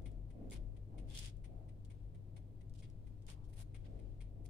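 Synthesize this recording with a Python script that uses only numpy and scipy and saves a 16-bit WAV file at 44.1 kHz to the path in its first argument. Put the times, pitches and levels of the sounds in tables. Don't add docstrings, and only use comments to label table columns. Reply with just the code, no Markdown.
import sys
import numpy as np
from scipy import signal
from scipy.fft import rfft, irfft
from scipy.io import wavfile
from scipy.ndimage import uniform_filter1d

SR = 44100
rng = np.random.default_rng(int(sys.argv[2]) if len(sys.argv) > 2 else 0)


def store_pcm(level_fs):
    pcm = np.round(np.clip(level_fs, -1, 1) * 32767).astype(np.int16)
    wavfile.write(sys.argv[1], SR, np.atleast_2d(pcm).T)


N = 198141
T = np.arange(N) / SR
HZ = np.fft.rfftfreq(N, 1 / SR)

# start in seconds, end in seconds, position of the hardest push (0-1),
# level in dB, tilt in dB per octave, digging share (0 pouring, 1 digging).
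SWEEPS = [(0.511, 0.554, .45, -58, 0.5, 0.88), (0.536, 0.584, 0.5, -62, -3, 0.82),
          (1.067, 1.15, 0.68, -65, -2.5, 0.73), (1.126, 1.248, 0.41, -55.5, -2, 0.48),
          (1.194, 1.317, 0.38, -57, -2.5, 0.49), (2.744, 2.771, 0.5, -72.5, -1, 0.44),
          (2.768, 2.82, 0.56, -70, 0, 0.23), (2.821, 2.872, .25, -69.5, -7.5, .1),
          (3.272, 3.358, .2, -62, -2, 0.79), (3.436, 3.476, 0.2, -79, 1, .3),
          (3.482, 3.524, .4, -76.5, 3, 0.95), (3.523, 3.555, .55, -72, 2, 1),
          (3.55, 3.64, 0.69, -61.5, 1, 1), (3.838, 3.88, 0.56, -71, -9.5, 0.49),
          (4.439, 4.468, 0.8, -70.5, 4.5, 1)]


def amp(db):
    return 10 ** (np.asarray(db) / 20)


def unit_rms(x):
    return x / np.sqrt(np.mean(x ** 2) + 1e-20)


def curve_at(points, hz):
    points_hz, values = np.transpose(points)
    return np.interp(np.log(hz + 1), np.log(points_hz + 1), values)


def pan(left_db):
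    return amp(np.array([[.5], [-.5]]) * left_db)


def add(mix, start_s, sound):
    part = mix[:, max(round(start_s * SR), 0):][:, :sound.shape[1]]
    part += sound[:, :part.shape[1]]


def colour(x, db_at_hz, size=1024):
    log_gain = np.log(amp(db_at_hz(abs(np.fft.fftfreq(size, 1 / SR)))))
    taps = np.fft.ifft(np.exp(signal.hilbert(log_gain).conj())).real[:size // 2]
    return signal.fftconvolve(x, taps[None] / np.linalg.norm(taps), axes=1)[:, :x.shape[1]]


def collisions(samples, per_s, spread_db):
    size = amp(spread_db * np.minimum(rng.exponential(1, (2, samples)), 3))
    sign = rng.choice([-1, 1], (2, samples))
    hits = rng.random((2, samples)) < per_s / SR
    return unit_rms(size * sign * hits)


def swells(rows, rest_db):
    power = sum((amp(db) * np.exp(-((T - mid_s) / half_s) ** 2)) ** 2 for mid_s, half_s, db in rows)
    return np.sqrt(amp(rest_db) ** 2 + power)


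def diffuse_noise(spectrum):
    # frequency in Hz, left-right correlation.
    correlation = [(40, 0.75), (120, 0.89), (250, 0.74), (500, 0.53), (1000, -0.23), (2000, 0.04),
                   (15000, -0.075)]
    # frequency in Hz, left minus right in dB.
    balance = [(30, 6), (60, 5.5), (125, 0), (500, 1), (1500, -0.6), (8000, 0)]
    left, other = rfft(rng.standard_normal((2, N)))
    likeness = curve_at(correlation, HZ)
    pair = np.array([left, likeness * left + np.sqrt(1 - likeness ** 2) * other])
    return unit_rms(irfft(pair * amp(curve_at(spectrum, HZ)) * pan(curve_at(balance, HZ)), N))


def room(x, wet_db):
    # frequency in Hz, T60 in seconds.
    decay_times = [(300, 0.24), (2500, 0.27), (5000, 0.23), (10000, 0.18)]
    echoes = rng.choice([-1., 1.], (2, SR // 2)) * (rng.random((2, SR // 2)) < 3000 / SR)
    hz, t, bands = signal.stft(echoes, SR, nperseg=256)
    decay = amp(-60 * t / curve_at(decay_times, hz)[:, None]) * (t > .005)
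    tail = signal.istft(bands * decay, SR, nperseg=256)[1]
    return x + amp(wet_db) * signal.fftconvolve(x, tail / np.linalg.norm(tail[0]), axes=1)[:, :N]


def air(level_db=-54.5):
    # frequency in Hz, relative level in dB.
    spectrum = [(15, 4.5), (30, -2), (45, -3.5), (62, -8.5), (85, -4.5), (125, 0.5), (200, -15.5),
                (330, -16), (600, -27), (1000, -35.5), (1600, -50), (5000, -58.5), (9500, -55.5),
                (14000, -57)]
    return amp(level_db) * diffuse_noise(spectrum)


def mains_hum():
    # frequency in Hz, rms level before panning in dB.
    tones = [(100.1, -56), (125, -73.5), (168, -73), (300.3, -79), (570, -99)]
    hum = sum(amp(db) * np.sqrt(2) * np.sin(2 * np.pi * (hz * T + rng.random())) for hz, db in tones)
    return hum * pan(left_db=5.5)


def rumble(gain_db=-2):
    # frequency in Hz, relative level in dB.
    spectrum = [(10, -24.5), (28, -13.5), (38, -1), (46, 4.5), (52, -4.5), (62, -24), (110, -42.5),
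                (400, -81.5)]
    # middle in seconds, half-width in seconds, relative level in dB.
    surges = [(.1, 0.21, -44.5), (.63, .19, -43.5), (1.1, 0.15, -44.5), (1.42, 0.34, -50.5),
              (2.0, 0.13, -47.5), (3.04, 0.059, -47.5), (3.5, 0.17, -52.5), (4.1, 0.44, -47.5)]
    bass = diffuse_noise(spectrum)
    local_power = uniform_filter1d((bass ** 2).mean(0), size=6000)
    steady = unit_rms(bass / np.sqrt(local_power + 0.14))
    return amp(gain_db) * swells(surges, rest_db=-55.5) * steady


def rush(rise_s=0.1, fall_s=0.19, rest_db=-73):
    # frequency in Hz, relative level in dB.
    spectrum = [(80, -22), (190, 7), (270, 5.5), (450, -1.5), (680, -2.5), (900, -18.5), (1300, -32),
                (2500, -33.5), (5000, -57)]
    # peak time in seconds, level in dB.
    peaks = [(.02, -58.5), (0.442, -55), (.99, -59), (1.55, -64.5), (2.33, -69), (3.949, -59), (4.42, -63)]
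    power = amp(rest_db) ** 2
    for peak_s, db in peaks:
        envelope = np.exp(-np.where(T < peak_s, ((T - peak_s) / rise_s) ** 2, (T - peak_s) / fall_s))
        power = power + (amp(db) * envelope) ** 2
    return np.sqrt(power) * diffuse_noise(spectrum)


def escapement(rattle_s, decay_s, ring_db, pitch_ratio):
    # frequency in Hz at pitch ratio 1, relative level in dB, T60 in seconds.
    modes = [(2173, 3.5, 0.043), (2383, 1, 0.033), (2520, -12, 0.02), (3390, -11.5, 0.16),
             (8970, -0.5, 0.025), (9000, -3, 0.011), (9850, -15, 0.026)]
    # frequency in Hz, relative level in dB.
    rattle_spectrum = [(500, 3.5), (1500, -7), (2200, 2), (2700, -2), (3400, -2), (4700, -8.5),
                       (5900, -8.5), (7500, -13.5), (8800, -4.5), (9900, -4.5), (11000, -22.5),
                       (15000, -25.5)]
    ring_rise_s, rattle_rise_s, release_s, detune = 0.0024, 0.0056, 0.0087, 0.012
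    t = np.arange(SR // 10) / SR
    ring = np.zeros(len(t))
    for hz, db, t60_s in modes:
        mode_hz = pitch_ratio * hz * rng.normal(1, detune)
        ring += amp(db - 60 * t / t60_s) * np.sin(2 * np.pi * mode_hz * t)
    gate = np.clip(t / rattle_rise_s, 0, 1) * np.clip((rattle_s - t) / release_s, 0, 1)
    impacts = collisions(len(t), per_s=7600, spread_db=8.5) * np.exp(-t / decay_s) * gate
    rattle = colour(impacts, lambda hz: curve_at(rattle_spectrum, hz))
    return amp(ring_db) * ring * np.clip(t / ring_rise_s, 0, 1) + rattle


def clockwork(first_s=0.056, period_s=0.4609, tock_delay_s=0.245, tock_db=-71.5):
    # tick level in dB, gain of the ring against the rattle in dB.
    ticks = [(-61.5, -2.5), (-59.5, 3), (-62, -9.5), (-64, -10), (-66, -5), (-64.5, -13), (-64.5, -3),
             (-60, -8), (-61, -2), (-63.5, -2.5)]
    out = np.zeros((2, N))
    for k, (db, ring_db) in enumerate(ticks):
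        start_s = first_s + k * period_s
        tick = escapement(rattle_s=0.031, decay_s=0.03, ring_db=ring_db, pitch_ratio=1)
        tock = escapement(rattle_s=0.021, decay_s=0.044, ring_db=-7.5, pitch_ratio=0.93)
        add(out, start_s, amp(db) * tick)
        add(out, start_s + tock_delay_s, amp(tock_db) * tock)
    return out * pan(left_db=2.8)


def grainy_hiss(rest_db=-87.5, settle_db=-31, settle_s=0.096):
    # frequency in Hz, relative level in dB.
    spectrum = [(500, -4), (1300, -0.5), (2500, -0.5), (4000, -2.5), (6500, -10), (9500, -9.5),
                (12000, -35)]
    # middle in seconds, half-width in seconds, level in dB.
    faint_swells = [(1.97, 0.13, -87), (2.88, 0.048, -83.5), (3.3, 0.42, -91), (3.95, 0.31, -84)]
    power = swells(faint_swells, rest_db) ** 2
    for start_s, end_s, _, db, _, _ in SWEEPS:
        since_s = T - (start_s + end_s) / 2
        power += (since_s > 0) * (amp(db + settle_db) * np.exp(-abs(since_s) / settle_s)) ** 2
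    hiss = collisions(N, per_s=5500, spread_db=2.0)
    return np.sqrt(power) * colour(hiss, lambda hz: curve_at(spectrum, hz))


def scrapes():
    # middle in seconds, half-width in seconds, resonance in Hz,
    # resonance half-width in octaves, level in dB.
    rubs = [(0.045, 0.16, 222, 0.24, -65), (0.52, 0.18, 202, 0.23, -62.5), (0.95, 0.021, 764, 0.23, -69),
            (1.04, 0.11, 187, 0.31, -67.5), (1.113, 0.015, 3400, 0.1, -66), (1.166, 0.028, 3320, 0.13, -59),
            (1.586, 0.12, 677, 0.21, -69), (3.09, 0.06, 240, 0.33, -66), (3.296, 0.0069, 800, 1, -69),
            (3.385, 0.12, 910, 0.34, -77.5), (3.957, 0.087, 486, 0.075, -67)]
    out = np.zeros((2, N))
    for mid_s, half_s, peak_hz, width_oct, db in rubs:
        noise = rng.standard_normal((2, N))
        rub = colour(noise, lambda hz: -20 * np.log10(1 + (np.log2((hz + 1) / peak_hz) / width_oct) ** 2))
        out += amp(db) * np.exp(-((T - mid_s) / half_s) ** 2) * rub
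    return out


def rice_spectrum(tilt_db_per_oct, digging):
    # frequency in Hz, relative level in dB.
    poured = [(200, -21), (700, -26), (1300, -27.5), (2200, -7.5), (2800, -2), (3400, 6), (4000, -1.5),
              (4900, 3), (6000, -2.5), (7500, -1.5), (9400, -4.5), (10800, -14.5), (13000, -23),
              (15500, -20)]
    dug = [(200, -9), (700, 10.5), (1300, -0.5), (2200, 3), (3500, 2), (5000, 0), (7500, -3), (9600, 5.5),
           (11500, -5), (13300, -10), (15500, -21)]
    return lambda hz: ((1 - digging) * curve_at(poured, hz) + digging * curve_at(dug, hz)
                       + tilt_db_per_oct * np.log2(np.maximum(hz, 1500)))


def snaps(contact_s=0.00072, chatter_s=0.015, chatter_db=-14):
    # start in seconds, level in dB.
    strikes = [(.0205, -83.5), (0.116, -81), (0.4998, -72), (0.5096, -64.5), (1.1015, -70), (1.1515, -60),
               (1.1665, -62), (1.1747, -57), (1.189, -55), (1.1928, -56), (1.2588, -59.5), (1.3685, -83),
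               (1.8494, -74.5), (1.8555, -82), (2.6965, -80.5), (2.7385, -76.5), (2.9004, -79.5),
               (3.222, -80.5), (3.2668, -69.5), (3.301, -64), (4.4611, -72)]
    out = np.zeros((2, N))
    t = np.arange(SR // 50) / SR
    envelope = np.exp(-t / contact_s) + amp(chatter_db) * np.exp(-t / chatter_s)
    for start_s, db in strikes:
        add(out, start_s, amp(db) * unit_rms(rng.choice([-1, 1], (2, len(t))) * envelope))
    return colour(out, rice_spectrum(tilt_db_per_oct=3.5, digging=0.2)) * pan(left_db=2.0)


def sweeps(push_exponent=1.12, clump_db=1.0, coarse_db=-8):
    out = np.zeros((2, N))
    t = np.arange(SR // 3) / SR
    for start_s, end_s, crest, db, tilt_db_per_oct, digging in SWEEPS:
        stroke = np.interp(t / (end_s - start_s), [0, crest, 1], [0, 1, 0])
        flow = np.sin(np.pi / 2 * stroke) ** push_exponent
        wander = unit_rms(uniform_filter1d(rng.standard_normal(len(t)), size=160))
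        clumps = unit_rms(amp(clump_db * wander))
        fine = clumps * collisions(len(t), per_s=3500, spread_db=4.5)
        coarse = amp(coarse_db) * collisions(len(t), per_s=220, spread_db=4)
        rustle = colour(unit_rms(fine + coarse) * flow, rice_spectrum(tilt_db_per_oct, digging))
        add(out, start_s, amp(db) * rustle)
    return out * pan(left_db=0.4)


def scene():
    close = room(sweeps() + grainy_hiss() + snaps() + scrapes(), wet_db=-17.5)
    timer = room(clockwork(), wet_db=-8.5)
    return close + timer + rush() + mains_hum() + rumble() + air()


def record(dry):
    cutoff_hz = 15730
    taps = signal.firwin(511, cutoff_hz, window=("kaiser", 9), fs=SR)
    padded = np.pad(dry, ((0, 0), (255, 255)), "reflect")
    return signal.oaconvolve(padded, taps[None], "valid")


dry = scene()
out = record(dry)
store_pcm(out)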